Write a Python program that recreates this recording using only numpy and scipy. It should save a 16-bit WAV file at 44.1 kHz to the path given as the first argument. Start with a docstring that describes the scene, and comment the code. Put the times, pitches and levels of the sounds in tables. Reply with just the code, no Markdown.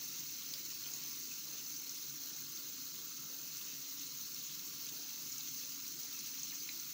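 """Washing hands under a tap.

An aerated jet fizzes and spatters in a ceramic basin and sets it droning; the drain burbles.
Wet hands rub, squelch and shade the spray as they pass. A few soft low bumps sound underneath.
Small bathroom, small microphone with a high treble resonance."""
import sys
import numpy as np
from scipy import signal
from scipy.fft import rfft, irfft
from scipy.io import wavfile
from scipy.ndimage import uniform_filter1d

SR = 44100
rng = np.random.default_rng(int(sys.argv[2]) if len(sys.argv) > 2 else 0)


def output_pcm(signal):
    """Save a mono or channel-first signal as 16-bit PCM at the path in sys.argv[1].

    Samples are clipped to [-1, 1] before scaling.
    """
    pcm = np.clip(np.atleast_2d(signal).T, -1, 1) * 32767
    wavfile.write(sys.argv[1], SR, np.round(pcm).astype(np.int16))


N = 305613
TIME, HZ = np.arange(N) / SR, np.fft.rfftfreq(N, 1 / SR)


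def spray():
    """The jet breaks up on the ceramic: fizz and pops, surging together as it flutters."""
    # spray spectrum: (frequency [Hz], level [dB])
    colour = [(500, -40), (900, -28), (1120, -16), (1500, -18.5), (1800, -20), (2700, -15.5), (3400, -13.5),
              (4200, -7.5), (4950, -8.5), (6300, -3), (6800, -6.5), (7300, -10.5), (8500, -20.5),
              (11000, -16.5), (16000, -17.5)]
    # standing waves in the bowl: (frequency [Hz], width [Hz], gain [dB])
    bowl = [(1114, 15, 3.5), (1240, 36, -2.5), (1410, 320, 3.5), (2090, 46, 3.5), (2230, 46, 3.5),
            (2670, 230, 4), (3470, 48, -6.5), (4143, 150, 4), (4600, 66, 3), (4960, 130, -0.5),
            (5570, 120, 3.5), (6184, 217, 5.5), (6380, 150, -3.5), (6650, 360, 3), (7030, 190, -2),
            (9050, 150, -4.5), (10250, 310, 2.5), (10700, 620, -4.5), (12300, 320, -5), (14000, 260, -4),
            (15060, 130, -2)]
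    fizz = rng.standard_normal(N)
    pops = bubbles(per_s=3200, spread_db=2.5, cycles=2.4, low_hz=2060, high_hz=16150, clump_db=2.5)
    spatter = bubbles(per_s=600, spread_db=0.5, cycles=10, low_hz=2634, high_hz=7325,
                      clump_db=2.5, count=16)
    flutter = gain_of(0.63 * wander(rate_hz=80))
    water = (gain_of(7) * fizz + pops + gain_of(-5.5) * spatter) * flutter
    bowl_db = sum(db * bell(hz, width_hz) for hz, width_hz, db in bowl)
    return hand_shade(evened(coloured(water, spectrum_db(colour) + bowl_db)))


def bubbles(per_s, spread_db, cycles, low_hz, high_hz, clump_db, count=40):
    """Bubbles burst in clumps, each a brief dying ring; most faint, a few loud."""
    t, out = np.arange(1024) / SR, np.zeros(N)
    for hz in np.linspace(low_hz, high_hz, count):
        pop_db = spread_db * np.minimum(rng.exponential(1, N), 4) + clump_db * wander(rate_hz=22)
        pops = gain_of(pop_db) * (rng.random(N) < per_s / count / SR)
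        ring = np.sin(2 * np.pi * hz * t) * np.exp(-t * hz / cycles)
        out += signal.oaconvolve(pops, evened(ring))[:N]
    return evened(out)


def hand_shade(x, corner_hz=1200, low_db=-48):
    """Passing hands screen the treble; lower sound bends round them and stays steady."""
    # spray above the corner: (time [s], level [dB])
    treble = [(0, -47), (0.3, -47.5), (1.05, -47), (1.4, -48), (1.95, -48), (2.6, -48), (3.3, -48.5),
              (3.55, -47.5), (4.8, -48), (5.35, -47), (5.95, -47.5), (6.4, -47.5), (6.93, -48)]
    low = irfft(rfft(x) / (1 + (HZ / corner_hz) ** 8), N)
    return gain_of(low_db) * low + envelope(treble) * (x - low)


def stirred(x, echo_gain=0.11, delay_s=0.001104, swing_s=0.000231, size=512):
    """Moving hands open and cover the bowl and reflect the sound; the colour flickers."""
    # hand position: (time [s], clearance [1 = lifted away, 0 = beside the jet, -1 = over the bowl])
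    clearance = [(0, .9), (.6, 1), (1.12, 1), (1.35, -.1), (1.7, 0.91), (2.05, -0.092), (2.3, -1),
                 (2.8, -0.65), (3.3, -0.87), (3.52, -0.14), (4.2, 0.055), (5.1, -0.47), (5.6, 0.14),
                 (6.2, 1), (6.93, 1)]
    # open-bowl resonances, damped by the hands: (frequency [Hz], width [Hz], gain when clear [dB])
    open_bowl = [(960, 110, 2.5), (1910, 120, 2), (2300, 140, 3.5)]
    # bands changed by hands over the bowl: (frequency [Hz], width [Hz], gain [dB])
    screened = [(1450, 910, 2), (2650, 280, -3), (5600, 380, -2), (7550, 550, -1), (9500, 1500, -2.2),
                (11000, 700, 1.2)]
    framing = dict(fs=SR, nperseg=size, noverlap=size - size // 4)
    bins_hz, t, frames = signal.stft(x, **framing)
    bins_hz = bins_hz[:, None]
    clear = np.interp(t, *np.transpose(clearance))
    open_db = sum(db * bell(hz, width_hz, bins_hz) for hz, width_hz, db in open_bowl)
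    screen_db = sum(db * bell(hz, width_hz, bins_hz) for hz, width_hz, db in screened)
    hands_db = open_db * clear + screen_db * np.maximum(-clear, 0)
    grid = frames.shape, t[1], SR / size
    fine_db = 1.05 * patches(*grid, length_s=0.02, width_hz=520)  # like-sized bubbles come and go
    # brief random dips in the low burble around 750 Hz
    dips_db = 3.5 * np.minimum(patches(*grid, length_s=0.057, width_hz=320), 0.5)
    low_band = 1 / (1 + (2 * (bins_hz - 750) / 560) ** 4)
    lag_s = delay_s + swing_s * np.interp(t, TIME, wander(rate_hz=2.3))
    skin_comb = 1 + echo_gain * np.exp(-2j * np.pi * bins_hz * lag_s)
    frames = frames * gain_of(hands_db + fine_db + dips_db * low_band) * skin_comb
    return signal.istft(frames, **framing)[1][:N]


def patches(shape, frame_s, bin_hz, length_s, width_hz):
    """Smooth random field over frequency and time, rms 1."""
    across = np.fft.fftfreq(shape[0], bin_hz)[:, None] * width_hz
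    along = np.fft.fftfreq(shape[1], frame_s) * length_s
    smooth = np.exp(-2 * across ** 2) / (1 + (2 * along) ** 2)
    return evened(np.fft.ifft2(np.fft.fft2(rng.standard_normal(shape)) * smooth).real)


def hands(gain_db=-1):
    """Rubbing strokes and the squelches they press out."""
    # wet squelches: (time [s], level [dB], pitch [Hz], width [share of pitch], decay [s])
    squelches = [ (0.043, -39, 6200, .12, 0.0026), (0.080, -48, 11500, 0.17, .003),
                 (0.258, -53, 10000, .08, .003), (0.323, -39, 6100, .1, .002),
                 (0.421, -49, 3400, .2, 0.0044), (0.5377, -31.5, 4800, 0.37, 0.0015),
                 (0.651, -41, 6250, .12, .0012), (0.661, -42, 6750, .12, .0014),
                 (0.717, -40, 6380, 0.11, .0012), (0.734, -40, 4900, .2, .0015),
                 (0.742, -41, 5640, .07, .002), (0.781, -56, 9000, .07, .003),
                 (0.837, -44, 4200, 0.092, 0.0044), (0.846, -50, 3200, .25, .003),
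                 (0.8582, -46.5, 3130, 0.23, 0.0041), (0.863, -50.5, 2550, .15, 0.0025),
                 (0.863, -58.5, 1090, 0.36, 0.006), (0.936, -36, 6650, 0.091, 0.0035),
                 (1.110, -41, 5530, 0.09, .003), (1.151, -44, 4150, .14, .002),
                 (1.156, -50, 7700, .15, .003), (1.236, -38, 6100, .15, .0014),
                 (1.313, -52, 2600, .1, .003), (1.339, -41, 6060, 0.18, 0.0011),
                 (1.528, -54, 11200, .17, .005), (1.764, -37, 6000, .1, 0.0022),
                 (1.894, -35, 5900, 0.22, 0.0018), (2.236, -39, 5740, .09, .002),
                 (2.332, -40, 5700, .09, .0025), (2.574, -41.5, 4200, .2, 0.0022),
                 (2.693, -46, 7200, .08, .002), (2.961, -50, 3270, .14, 0.0018),
                 (3.570, -37.5, 6150, .2, .0018), (3.579, -53, 8000, .15, .002),
                 (3.614, -43, 3900, 0.38, .0016), (3.995, -39, 6100, 0.16, .003),
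                 (4.033, -43, 4100, .25, .002), (4.068, -43, 6600, .2, .0018),
                 (4.345, -37.5, 5820, .15, 0.0018), (4.364, -42.5, 4200, .1, .002),
                 (4.406, -46, 4100, .2, 0.0022), (4.668, -45, 7240, .1, .002),
                 (4.848, -50, 12400, .07, .003), (4.858, -43, 4650, .12, 0.0022),
                 (4.866, -39, 6200, 0.19, 0.0033), (4.872, -52, 2450, .14, .003),
                 (4.888, -43, 4000, 0.23, .0017), (4.967, -41.5, 4300, .14, .002),
                 (5.320, -40, 6560, 0.16, .004), (5.327, -39, 5170, .1, .002),
                 (5.381, -38, 6450, 0.097, 0.0025), (5.385, -53, 2750, .12, .003),
                 (5.406, -41, 6860, .08, .002), (5.408, -42.5, 3970, .14, .003),
                 (5.720, -43, 4600, .12, .002), (5.879, -37, 6200, .17, .0017),
                 (5.995, -46, 7300, 0.059, .003), (6.032, -38, 5870, 0.11, 0.0018),
                 (6.128, -42, 4160, .1, .002), (6.189, -40, 6300, 0.2, 0.006),
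                 (6.205, -47.5, 10000, .16, .003), (6.255, -51, 3500, .13, .003),
                 (6.396, -38.5, 6160, .1, 0.0037), (6.432, -33, 6250, 0.083, 0.0024),
                 (6.470, -45, 3900, .3, .002), (6.500, -44, 4000, .08, .002),
                 (6.523, -51.5, 2100, .07, 0.004), (6.531, -54, 1860, 0.079, 0.0045),
                 (6.533, -59, 1050, .15, 0.0054), (6.554, -38, 6130, 0.07, 0.0018),
                 (6.604, -42.5, 4600, .1, .003), (6.6902, -40.5, 2190, .11, 0.0036),
                 (6.6908, -39, 4200, .12, 0.0042), (6.709, -54, 2400, .13, .004),
                 (6.798, -39, 6200, 0.11, 0.0022), (6.845, -44, 4500, .25, .003)]
    # skin-on-skin strokes: (centre [s], half width [s], level [dB], pitch [Hz])
    rubs = [(0.171, 0.024, -54.5, 4000), (1.029, 0.048, -59, 3100), (1.973, 0.025, -52, 5100),
            (3.71, 0.033, -60, 3340), (3.845, 0.026, -59, 3180), (4.012, 0.03, -55.5, 3930),
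            (4.37, 0.022, -64, 4100), (4.512, 0.04, -54, 3930), (4.873, .025, -61, 3230),
            (5.387, 0.047, -63, 3300), (5.479, .02, -59, 3940), (5.624, 0.02, -56, 3560),
            (6.26, 0.018, -57, 3600), (6.268, .015, -54, 6700), (6.377, .025, -58, 3300),
            (6.475, 0.028, -60, 3100)]
    out = np.zeros(N)
    for at_s, db, hz, width, decay_s in squelches:
        add(out, at_s, squelch(db, hz, width, decay_s))
    for centre_s, half_s, db, hz in rubs:
        add(out, centre_s - 2 * half_s, rub(half_s, db, hz))
    return gain_of(gain_db) * out


def squelch(db, hz, width, decay_s, rise_s=0.00031, smack_db=-7):
    """Froth spurts from the palms: a ringing air pocket inside a broader wet smack."""
    t = np.arange(2048) / SR
    ring = evened(air_pocket(rng.standard_normal(len(t)), hz, width))
    smack = evened(air_pocket(rng.standard_normal(len(t)), hz, width=0.3))
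    froth = ring + gain_of(smack_db) * smack
    spurt = (1 - np.exp(-t / rise_s)) ** 2 * np.exp(-t / decay_s)
    spurt /= spurt.max()
    return gain_of(db) * evened(froth * spurt) * np.sqrt(np.mean(spurt ** 2))


def rub(half_s, db, hz, ticks_per_s=2400):
    """Wet skin slides: tiny water films snap in a crackle that swells and fades."""
    t = np.arange(SR // 2) / SR
    stroke = np.sin(np.pi * np.minimum(t / (4 * half_s), 1)) ** 2
    ticks = rng.standard_normal(len(t)) * (rng.random(len(t)) < ticks_per_s / SR)
    crackle = air_pocket(ticks, hz, width=0.64)
    return gain_of(db) * evened(crackle * stroke) * np.sqrt(np.mean(stroke ** 2))


def air_pocket(x, hz, width):
    """Resonance of the air between the palms; width as a share of pitch."""
    bins_hz = np.fft.rfftfreq(len(x), 1 / SR) + 1
    detuning = (bins_hz / hz - hz / bins_hz) / (2 * width)
    return irfft(rfft(x) / (1 + detuning ** 2) ** 2, len(x))


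def basin(level_db=-64, churn_db=1.5, churn_hz=9, thrum_ebb_db=2.5):
    """Jet turbulence drives the basin's low modes; each swells and ebbs by itself."""
    # basin modes: (frequency [Hz], nominal width [Hz], level [dB])
    modes = [(72, 14, -19), (107.6, 10, -9), (141.6, 9.4, 3.5), (161, 9.5, 1), (205, 29, -5.5),
             (258.2, 7.2, 6.5), (280.9, 4.3, 8.5), (300.6, 28, -2.5), (330, 23, -0.5), (373, 26, -5.5),
             (435, 23, -8), (500, 56, -15)]
    # broad thrum under the modes: (frequency [Hz], level [dB])
    thrum = [(20, -28), (55, -30), (110, -12.5), (250, -6), (400, -20.5), (600, -41), (900, -48),
             (2000, -64)]
    drone = coloured(rng.standard_normal(N), spectrum_db(thrum))
    drone *= evened(gain_of(thrum_ebb_db * wander(churn_hz)))
    for hz, width_hz, db in modes:
        mode = coloured(rng.standard_normal(N), db + 20 * np.log10(bell(hz, 1.27 * width_hz)))
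        drone += mode * evened(gain_of(churn_db * wander(churn_hz)))
    running_rms = np.sqrt(uniform_filter1d(drone ** 2, size=SR // 3))
    return gain_of(level_db) * drone / running_rms


def drain(ebb_db=3, ebb_hz=5.5, low_hz=400, high_hz=1300, count=5):
    """Larger bubbles burble in the run-off; the bands swell and ebb, singly and together."""
    # the low burble swells and ebbs: (time [s], level [dB])
    burble_level = [(0, -71), (0.35, -80.5), (0.5, -76), (0.7, -78), (0.78, -75), (0.98, -72.5), (1.2, -81),
                    (1.38, -73), (1.5, -72.5), (1.75, -77.5), (1.88, -71.5), (2.03, -77), (2.28, -73),
                    (2.58, -81.5), (2.68, -72), (2.85, -80), (3.0, -75), (3.18, -77), (3.35, -70.5),
                    (3.53, -79.5), (3.93, -73.5), (4.03, -85), (4.15, -71), (4.32, -81), (4.45, -83),
                    (4.55, -73.5), (4.7, -77.5), (4.86, -76.5), (4.98, -71.5), (5.25, -75.5), (5.5, -79),
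                    (5.68, -74), (5.87, -82), (6.05, -73.5), (6.15, -80), (6.25, -76.5), (6.7, -76),
                    (6.93, -82)]
    # slosh spectrum: (frequency [Hz], level [dB])
    slosh = [(300, -14), (420, 3), (520, 4), (680, -2.5), (950, 1), (1400, -30), (3000, -52)]
    burble, step_hz = np.zeros(N), (high_hz - low_hz) / count
    for hz in low_hz + step_hz * np.arange(count):
        cluster = bubbles(per_s=320, spread_db=1, cycles=8.5, low_hz=hz, high_hz=hz + 0.825 * step_hz,
                          clump_db=1.5, count=5)
        burble += cluster * gain_of(ebb_db * wander(ebb_hz))
    return envelope(burble_level) * evened(coloured(burble, spectrum_db(slosh)))


def bumps():
    """Soft low bumps, each swelling and dying within a few cycles."""
    # bumps: (time [s], peak [dB], pitch [Hz], decay [s])
    events = [(2.07, -70, 58, .01), (5.22, -73, 82, .04), (6.37, -78, 80, 0.04), (6.67, -74, 80, .04)]
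    out = np.zeros(N)
    for at_s, db, hz, decay_s in events:
        t = np.clip(TIME - at_s, 0, 1)
        out += gain_of(db) * np.sin(2 * np.pi * hz * t) * t / decay_s * np.exp(1 - t / decay_s)
    return out


def bathroom(x, wet_db, t60_s=0.21, count=8):
    """Close hard walls return a short, dense tail that shifts as the splash point moves."""
    t, echo = np.arange(SR // 3) / SR, np.zeros(N)
    places = np.array([wander(rate_hz=5) for _ in range(count)])
    for share in places / np.linalg.norm(places, axis=0):
        tail = rng.standard_normal(len(t)) * gain_of(-60 * t / t60_s) * (t > 0.003)
        echo += signal.oaconvolve(x * share, tail / np.linalg.norm(tail))[:N]
    return (x + gain_of(wet_db) * echo) / np.hypot(1, gain_of(wet_db))


def gain_of(db):
    """Decibels to amplitude."""
    return 10 ** (np.asarray(db) / 20)


def evened(x):
    """Scales to rms 1."""
    return x / np.sqrt(np.mean(x ** 2) + 1e-20)


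def spectrum_db(points):
    """(Hz, dB) points interpolated over log frequency."""
    hz, db = np.transpose(points)
    return np.interp(np.log(HZ + 1), np.log(np.maximum(hz, 1)), db)


def envelope(points):
    """(s, dB) points to a gain per sample."""
    return gain_of(np.interp(TIME, *np.transpose(points)))


def bell(hz, width_hz, bins_hz=HZ):
    """Power response of one resonance."""
    return 1 / (1 + (2 * (bins_hz - hz) / width_hz) ** 2)


def coloured(x, db):
    """Filters by a gain in dB per bin."""
    return irfft(rfft(x) * gain_of(db), N)


def wander(rate_hz):
    """Random drift up to about rate_hz, rms 1."""
    knots_s = np.arange(0, TIME[-1] + 1, 0.5 / rate_hz)
    return evened(np.interp(TIME, knots_s, rng.standard_normal(8192)[:len(knots_s)]))


def add(mix, at_s, sound):
    """Mixes a sound in at a time."""
    part = mix[round(at_s * SR):][:len(sound)]
    part += sound[:len(part)]


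def scene():
    """Water and hands in the room, over the basin drone; mono."""
    water = stirred(bathroom(spray(), wet_db=-11.5) + drain() + basin())
    return (water + bumps() + bathroom(hands(), wet_db=-7.5))[None]


def record(dry, port_hz=15150, port_width_hz=1545, port_db=19, cutoff_hz=15770):
    """Microphone port resonance in the high treble, then the band limit."""
    lift_db = port_db / (1 + abs(2 * (HZ - port_hz) / port_width_hz) ** 3)
    lowpass = signal.firwin(2047, cutoff_hz, window=("kaiser", 9), fs=SR)
    return signal.oaconvolve(coloured(dry[0], lift_db), lowpass, "same")[None]


dry = scene()
out = record(dry)
output_pcm(out)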